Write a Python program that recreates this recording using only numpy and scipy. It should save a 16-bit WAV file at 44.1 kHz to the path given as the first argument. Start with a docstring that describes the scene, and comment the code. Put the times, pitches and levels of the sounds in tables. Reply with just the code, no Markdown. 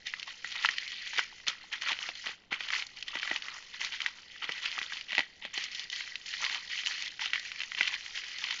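"""Fingers work a plastic wrapper open close to a small microphone, in a quiet room.
From the start, each pull bends tiny patches of the sheet, so a crackle swells and fades.
Creases flip with sharp snaps, in loud clusters near 0.7 s and 1.2 s. The pulls go on, ease off
near 4.2 s, bring more loud snaps at 5.2 s and 7.8 s, and keep the sheet rustling to the end.
All along there is a faint echo and rumble; the microphone rings near 2 kHz and loses the top treble."""
import sys
import numpy as np
from scipy import signal
from scipy.fft import rfft, irfft
from scipy.io import wavfile
from scipy.ndimage import uniform_filter1d

SR = 44100
rng = np.random.default_rng(int(sys.argv[2]) if len(sys.argv) > 2 else 0)


def dump(signal):
    """Clip the signal to [-1, 1] and save it as 16-bit WAV at the path in sys.argv[1]."""
    limited = np.clip(np.atleast_2d(signal).T, -1, 1)
    pcm = np.round(limited * 32767).astype(np.int16)
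    wavfile.write(sys.argv[1], SR, pcm)


N = 379260   # 8.6 s

# The main creases flipping, one per row. Levels are relative; the pop is the low thud under the snap.
# Columns: start_s, level_db, pitch_hz, pop_level_db
BIG_SNAPS = [(0.1374, -29.5, 1980, -83), (0.1963, -34.5, 3360, -73), (0.2283, -32, 2980, -82),
             (0.277, -46.0, 1150, -70.0), (0.4449, -31.5, 1930, -60), (0.523, -34, 3300, -83),
             (0.5534, -42.0, 1460, -70), (0.5561, -32, 2540, -82), (0.6257, -31, 3010, -70),
             (0.6402, -29.5, 2240.0, -72), (0.6475, -19, 1610, -64), (0.6574, -20.5, 2780, -76),
             (0.6881, -21.5, 1950.0, -55.5), (0.7379, -35, 2680, -71), (0.7824, -26, 2850, -78),
             (0.8776, -33.5, 3150.0, -81), (0.9285, -39.5, 2300, -72), (1.0734, -34, 2870.0, -74),
             (1.1333, -39, 1400, -69), (1.1757, -28, 2390, -66), (1.1844, -26, 2040, -47),
             (1.1918, -20.0, 1800.0, -55), (1.3258, -54.5, 1040.0, -73), (1.468, -33, 3000.0, -68),
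             (1.4745, -28, 2430, -64), (1.4813, -21, 3630, -54), (1.6393, -53.5, 1100.0, -75),
             (1.7266, -31, 2830.0, -67.0), (1.82, -33, 2890.0, -78), (1.8922, -26.5, 2750, -67.5),
             (1.9176, -26.5, 2660, -51.5), (1.9283, -28, 2560.0, -64.0), (1.9887, -32.5, 2600.0, -60.5),
             (2.0273, -31.5, 2890.0, -81), (2.0894, -31, 2260, -48.5), (2.2663, -32, 2080.0, -54.5),
             (2.2911, -35.5, 2600, -55.5), (2.5218, -38, 2630, -46), (2.5273, -25.5, 2250, -67),
             (2.6062, -29.5, 2490.0, -59), (2.6356, -36.5, 2790.0, -80), (2.6859, -32.5, 2690.0, -77),
             (2.7036, -27.5, 2120, -74), (2.7344, -24, 2210, -77), (2.7508, -28, 2480.0, -72),
             (2.7652, -32, 2620.0, -70), (2.8231, -30.5, 2480, -68), (2.8667, -39, 4400.0, -80),
             (3.0256, -31, 3060, -78.0), (3.0805, -33.5, 3270, -83), (3.154, -31, 2400.0, -48.5),
             (3.1701, -34.5, 2060.0, -58), (3.1969, -33.5, 2710, -72.0), (3.2227, -39, 2650.0, -75.0),
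             (3.2303, -27, 2150, -74), (3.2754, -30, 2230, -74), (3.3124, -27, 1950.0, -43.0),
             (3.3603, -25, 2550, -62), (3.4215, -33, 2850, -72), (3.4835, -35, 2020, -69),
             (3.814, -29.5, 2650.0, -78), (3.8468, -27.5, 3620.0, -72), (3.9371, -44.0, 1430, -72),
             (4.0037, -29, 2360, -82), (4.017, -28.5, 3000, -86), (4.0617, -22.5, 2180, -63),
             (4.4253, -43.5, 1340, -66), (4.443, -34.5, 2460.0, -61), (4.4918, -28.5, 1950.0, -47.5),
             (4.5195, -31, 3050.0, -69), (4.646, -37, 2100.0, -70), (4.6555, -31.5, 3170.0, -81),
             (4.7154, -33, 3070.0, -75), (4.7264, -34, 2660, -75), (4.7625, -38, 2750.0, -75.0),
             (4.7793, -32.5, 1270, -54.5), (4.788, -27.5, 2600, -77), (4.815, -31, 1950.0, -56),
             (4.8283, -32, 2870.0, -71), (4.9217, -33.5, 1710, -74), (5.0106, -34, 2950, -75),
             (5.1058, -36.5, 2630.0, -75.0), (5.1299, -30.5, 2260.0, -53), (5.1504, -26, 2510, -80),
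             (5.1801, -18.5, 2380, -42.0), (5.1914, -22, 2480, -41.5), (5.2054, -26, 2190.0, -55.5),
             (5.4506, -33.5, 2560, -51), (5.5766, -26.5, 3020, -51.5), (5.6395, -31.5, 4300, -77),
             (5.748, -32.5, 3550.0, -82), (5.7945, -31, 3530, -71), (5.835, -40, 2750.0, -76),
             (5.8993, -32.5, 3550, -82), (5.927, -37, 3700, -75), (5.9606, -32.5, 3330, -86),
             (6.0068, -32, 2160, -77), (6.076, -38.5, 2100.0, -80), (6.1554, -29.5, 2780, -78.0),
             (6.329, -37, 2390, -79), (6.3377, -31.5, 2340.0, -77), (6.423, -35, 2150.0, -61),
             (6.4416, -26, 2330.0, -61), (6.4488, -26.5, 3200, -75), (6.4639, -27, 2350.0, -73),
             (6.497, -30, 2200.0, -70.0), (6.5266, -36, 2930.0, -72), (6.5461, -27, 2860.0, -71),
             (6.5554, -43.5, 1150, -71.5), (6.7878, -32, 2750.0, -77.0), (6.7969, -34, 2840.0, -80),
             (6.8608, -26, 2900, -73), (6.8706, -23.5, 2970, -84), (6.921, -34, 2400.0, -76),
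             (6.981, -37, 2280.0, -72), (7.0223, -30, 3800, -81), (7.0779, -33, 3340, -83),
             (7.1939, -34, 1940, -71.0), (7.2161, -38, 2880, -75), (7.2582, -30, 2720.0, -62),
             (7.3335, -22.5, 2330, -74.0), (7.3425, -34, 2460.0, -73), (7.357, -25.5, 2200, -72),
             (7.3956, -34, 3870, -71), (7.5171, -32.5, 2500, -75.0), (7.6039, -29, 2520.0, -78),
             (7.6161, -29, 2600, -64), (7.6341, -32, 2670.0, -72), (7.7183, -32, 2200, -74),
             (7.7482, -31.5, 2620.0, -65.5), (7.7833, -31, 2620.0, -80), (7.8091, -18, 2100, -48),
             (7.8302, -26, 2920.0, -71), (7.854, -33, 2780.0, -74.0), (7.8741, -27, 2750, -75.0),
             (7.8787, -24.5, 2460, -79), (7.9114, -35, 2700.0, -75), (7.9407, -27.5, 2400.0, -70),
             (8.062, -36.5, 2430, -81), (8.1753, -32, 2760, -73), (8.4399, -27, 2700, -67),
             (8.5077, -26.5, 2830, -77.0), (8.5251, -31, 3000, -78)]


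def snaps(rows, band_ratio=1.608, flutter=0.22):
    """A crease flips: one click, a few ms of waves bouncing about the sheet, and a low pop of air."""
    out, t = np.zeros(N), np.arange(1300) / SR
    click = t == 0
    onset = t < 0.004   # each part's level is set over its first 4 ms
    noises = rng.standard_normal((len(rows), 3, len(t)))
    for (start_s, level_db, pitch_hz, pop_level_db), (waves, grains, sway) in zip(rows, noises):
        kick = click * np.sign(waves[0]) + flutter * waves * swell(t, peak_s=0.0012)
        # the size of the flipping patch sets the pitch at which it briefly rings
        snap = band(kick, pitch_hz / band_ratio, pitch_hz * band_ratio, order=3)
        snap = resonance(snap, pitch_hz, width_hz=600, gain_db=8)
        # the jolt spreads and sets off tiny wrinkles a moment later
        fizz = band(grains * swell(t, peak_s=0.0026), 2600, 5800)
        pop = band(click + flutter * sway * swell(t, peak_s=0.0022), 160, 1000)
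        for part, part_db in (snap, level_db - 2.4), (fizz, level_db - 20.5), (pop, pop_level_db + 4):
            add(out, start_s, from_db(part_db) * part / np.std(part[onset]))
    return out


def small_snap_rows(crease_strength, count=80):
    """Small creases give way at random, louder when the sheet is worked harder; rows like BIG_SNAPS."""
    at = ((np.arange(count) + rng.random(count)) * (N - 1) / count).astype(int)
    scatter_db, scatter_octaves = (rng.standard_normal((count, 2)) * [2.5, 0.23]).T
    level_db = 20 * np.log10(crease_strength[at]) + 4.5 + scatter_db
    pitch_hz = 2650 * 2 ** scatter_octaves
    return np.transpose([at / SR, level_db, pitch_hz, level_db - 34])


# Each pull or squeeze, and how hard it works the creases, broad folds and tiny wrinkles.
# Columns: start_s, length_s, creases_db, folds_db, wrinkles_db
PULLS = [(0.052, 0.024, -35.5, -67.5, -42), (0.112, 0.1, -49.5, -62.5, -52), (0.262, 0.037, -41, -56, -45),
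         (0.434, 0.14, -43, -62.5, -45), (0.544, 0.19, -38.5, -55, -42.5), (0.754, 0.4, -41.5, -68, -45),
         (1.123, .11, -39, -61, -45), (1.165, 0.019, -32, -46.5, -35.5), (1.312, 0.017, -56, -74, -71),
         (1.463, 0.028, -31.5, -43.5, -38), (1.605, 0.025, -50, -67, -55.5),
         (1.713, 0.025, -32.5, -48.5, -42), (1.806, 0.045, -37, -50, -41),
         (1.855, 0.053, -30.5, -41.5, -38.5), (1.994, 0.082, -41, -52.5, -44), (2.141, 0.11, -47, -70, -46),
         (2.234, 0.071, -39.5, -51.5, -44.5), (2.505, .035, -34.5, -46, -46),
         (2.584, 0.18, -41.5, -54.5, -46.5), (2.712, 0.086, -35, -50, -37.5),
         (2.958, 0.021, -43.5, -62, -45), (3.058, 0.06, -42.5, -58.5, -50), (3.122, 0.048, -38.5, -51, -49),
         (3.206, 0.15, -38, -49, -43), (3.424, 0.15, -46.5, -54, -47), (3.725, 0.029, -42, -58, -46.5),
         (3.793, 0.073, -36.5, -49.5, -39), (3.91, 0.046, -36.5, -54, -43.5), (3.993, .09, -42, -54, -46),
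         (4.147, 0.058, -61, -63.5, -55.5), (4.287, 0.15, -49, -83, -69), (4.412, 0.022, -35, -46, -45),
         (4.47, 0.12, -40.5, -57, -46.5), (4.613, .07, -35.5, -53, -41), (4.713, 0.15, -42, -54.5, -46),
         (4.886, 0.1, -42, -60.5, -45), (5.078, 0.14, -38.5, -56.5, -49), (5.412, 0.043, -40.5, -61, -62),
         (5.528, 0.12, -36, -56.5, -41), (5.703, 0.13, -42, -64, -42.5), (5.908, 0.11, -40, -63, -40),
         (6.023, 0.1, -47, -66, -47.5), (6.252, 0.26, -41, -64, -40.5), (6.4, 0.051, -38, -45, -38),
         (6.497, 0.068, -37.5, -50.5, -41), (6.69, 0.12, -35.5, -60, -40.5), (6.841, 0.076, -39, -53, -37),
         (6.919, 0.15, -38.5, -61, -42), (7.194, 0.067, -32.5, -49.5, -38.5),
         (7.323, 0.058, -37.5, -63, -45), (7.433, 0.042, -39.5, -64, -44), (7.534, .1, -43.5, -66, -49.5),
         (7.763, 0.12, -34.5, -51.5, -43.5), (7.916, 0.012, -32, -52.5, -38.5),
         (8.038, 0.016, -48, -63, -47), (8.142, 0.038, -36, -53, -41), (8.21, 0.34, -44.5, -75, -53),
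         (8.407, 0.12, -38.5, -53, -43)]
# The light rustle of just holding the sheet. Columns: time_s, relative_level_db
GRIP = [(0, -58.5), (.4, -52), (1.4, -55), (1.68, -58.5), (2.1, -48), (2.48, -85), (2.9, -57),
        (3.68, -52.5), (4.2, -55.5), (5.0, -53), (5.35, -60), (6.2, -53.5), (6.65, -47), (7.15, -51.5),
        (8.1, -47.5), (8.6, -42.5)]


def finger_pulls(rise_s=0.014, release_db_per_s=296, settle_db=-15, settle_db_per_s=72):
    """Strength of creases, folds and wrinkles over time: pulls come and go on top of a light grip."""
    t = np.arange(N) / SR
    grip_db = np.interp(t, *np.transpose(GRIP))
    share_db = np.array([0.5, -17.5, 0.5])   # creases, folds, wrinkles
    power = from_db(grip_db + share_db[:, None]) ** 2
    for start_s, length_s, *levels_db in PULLS:
        span = slice(int(start_s * SR), int((start_s + length_s + 0.5) * SR))
        age_s = t[span] - start_s
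        released_s = np.maximum(age_s - length_s, 0)
        # the fingers let go quickly, then the sheet settles faintly and more slowly
        fall_db = np.maximum(-release_db_per_s * released_s, settle_db - settle_db_per_s * released_s)
        envelope = np.clip(age_s / rise_s, 0, 1) * from_db(fall_db)
        power[:, span] += (from_db(levels_db)[:, None] * envelope) ** 2
    return np.sqrt(power)


def buckles(low_hz, high_hz, per_s, unevenness_db, tilt_db, clumps, rub, bands=7):
    """Tiny patches of the sheet give way, each with a tick, over the smooth rub of plastic on skin."""
    happens = rng.random(N) < per_s * clumps / SR
    sizes = from_db(unevenness_db * np.minimum(rng.exponential(1, N), 3))
    ticks = rms_one(happens * sizes * rng.choice([-1, 1], N))
    tick_band = rng.integers(0, bands, N)
    out = rub * band(rng.standard_normal(N), low_hz, high_hz, order=3)
    for k, hz in enumerate(np.geomspace(low_hz, high_hz, bands)):
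        # patches of one size come and go as the sheet folds, so each clump has its own tone
        gain = from_db(tilt_db * k / bands + 4.5 * drift(50))
        out += band(gain * ticks * (tick_band == k), hz / 1.135, hz * 1.082)
    return even_level(out)


def crackle(creases, folds, wrinkles):
    """One buckle sets off its neighbours, so ticks come in clumps; tiny wrinkles clump on their own."""
    clumps = from_db(4.5 * drift(130))
    fine_clumps = from_db(5.5 * drift(150))
    sway = buckles(200, 631, per_s=320, unevenness_db=2.5, tilt_db=13, clumps=clumps, rub=0.26)
    broad = buckles(839, 1573, per_s=800, unevenness_db=4.5, tilt_db=22.5, clumps=clumps, rub=0.1)
    middle = buckles(1870, 3540, per_s=1100, unevenness_db=4.5, tilt_db=0, clumps=clumps, rub=0.53)
    tiny = buckles(4094, 6500, per_s=2000, unevenness_db=0, tilt_db=-11.5, clumps=fine_clumps, rub=0.16)
    low = folds * (from_db(-0.5) * broad + from_db(-19) * sway)
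    high = from_db(-4.5) * (creases * middle + wrinkles * tiny)
    return low + high


def cross_sheet(x, hz=4300, width_hz=2400, passes=4):
    """Waves cross the sheet at different speeds: each tick's treble arrives about a millisecond late."""
    radius = np.exp(-np.pi * width_hz / SR)
    feedback = np.array([1, -2 * radius * np.cos(2 * np.pi * hz / SR), radius ** 2])
    for _ in range(passes):
        x = signal.lfilter(feedback[::-1], feedback, x)   # changes timing, not loudness
    return x


def room_echo(x, level_db=-21, fade_s=0.14, gap_s=0.0024, count=4):
    """Faint echoes come off the table and walls; their pattern shifts as the sheet moves about."""
    t = np.arange(SR // 3) / SR
    noise = band(rng.standard_normal((count, len(t))), 150, 5700, order=1)
    tails = noise * from_db(-60 * t / fade_s) * (t > gap_s)
    shares = np.array([drift(6) for _ in tails])
    shares /= np.linalg.norm(shares, axis=0)
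    echoes = [signal.oaconvolve(x * share, tail / np.linalg.norm(tail))[:N]
              for share, tail in zip(shares, tails)]
    return from_db(level_db) * sum(echoes)


# How strong the background noise is from low to high. Columns: pitch_hz, relative_level_db
BACKGROUND_TONE = [(25, 10), (45, -4), (60, 4), (80, 0.5), (120, -2), (190, 0.5), (330, -5.5), (500, -5),
                   (1000, -16), (2500, -38), (7000, -24.5)]


def background(level_db=-67.5):
    """A steady low rumble and faint hiss."""
    pitch_hz, relative_db = np.transpose(BACKGROUND_TONE)
    all_hz = np.arange(N // 2 + 1) * SR / N
    shape = from_db(np.interp(np.log(all_hz + 1), np.log(pitch_hz), relative_db))
    noise = irfft(rfft(rng.standard_normal(N)) * shape, N)
    return from_db(level_db) * rms_one(noise)


def from_db(db):
    """Turn decibels into a number to multiply by."""
    return 10 ** (np.asarray(db) / 20)


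def rms_one(x):
    """Scale a sound so its average level (rms) is 1."""
    return x / np.sqrt(np.mean(x ** 2) + 1e-20)


def even_level(x, span_s=0.028):
    """Hold the level near 1 from moment to moment, while single ticks still stand out."""
    power = np.abs(uniform_filter1d(x ** 2, int(span_s * SR)))
    return x / np.sqrt(power + 1e-12)


def band(x, low_hz, high_hz, order=2):
    """Keep the pitches between low_hz and high_hz."""
    return signal.sosfilt(signal.butter(order, [low_hz, high_hz], "band", fs=SR, output="sos"), x + 1e-18)


def resonance(x, hz, width_hz, gain_db):
    """Boost the sound around one pitch, or cut it if gain_db is negative."""
    angle, height = 2 * np.pi * hz / SR, from_db(gain_db / 2)
    width = np.sin(angle) * width_hz / hz / 2
    forward = [1 + width * height, -2 * np.cos(angle), 1 - width * height]
    feedback = [1 + width / height, -2 * np.cos(angle), 1 - width / height]
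    return signal.lfilter(forward, feedback, x)


def swell(t, peak_s):
    """A curve that rises until peak_s, then dies away."""
    return t / peak_s * np.exp(-t / peak_s)


def drift(per_s):
    """Wander around zero, heading for a new random value per_s times a second."""
    targets = rng.standard_normal(4096)
    return rms_one(np.interp(np.arange(N) / SR * per_s, np.arange(len(targets)), targets))


def add(out, start_s, sound):
    """Mix a sound in at start_s."""
    at = round(start_s * SR)
    out[at:at + len(sound)] += sound[:N - at]


def scene():
    """The wrapper snaps and crackles close up, with a little room behind it."""
    creases, folds, wrinkles = finger_pulls()
    snapping = snaps([*BIG_SNAPS, *small_snap_rows(creases)])
    wrapper = cross_sheet(snapping + crackle(creases, folds, wrinkles))
    return (wrapper + room_echo(wrapper) + background())[None]


# The pitches that the microphone's case boosts or cuts. 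Columns: pitch_hz, width_hz, gain_db
MICROPHONE_CASE = [(316, 86, 2.5), (650, 110, -0.5), (837, 360, 7.5), (1950, 192, 6.5), (3070, 220, 4),
                   (4160, 190, 3.5), (3975, 42, -17)]


def record(dry):
    """The microphone's case rings at a few pitches, and the highest treble is cut off sharply."""
    for pitch_hz, width_hz, gain_db in MICROPHONE_CASE:
        dry = resonance(dry, pitch_hz, width_hz, gain_db)
    cutoff_hz = 7300
    return signal.sosfilt(signal.ellip(10, 0.3, 75, cutoff_hz, fs=SR, output="sos"), dry)


dry = scene()
out = record(dry)
dump(out)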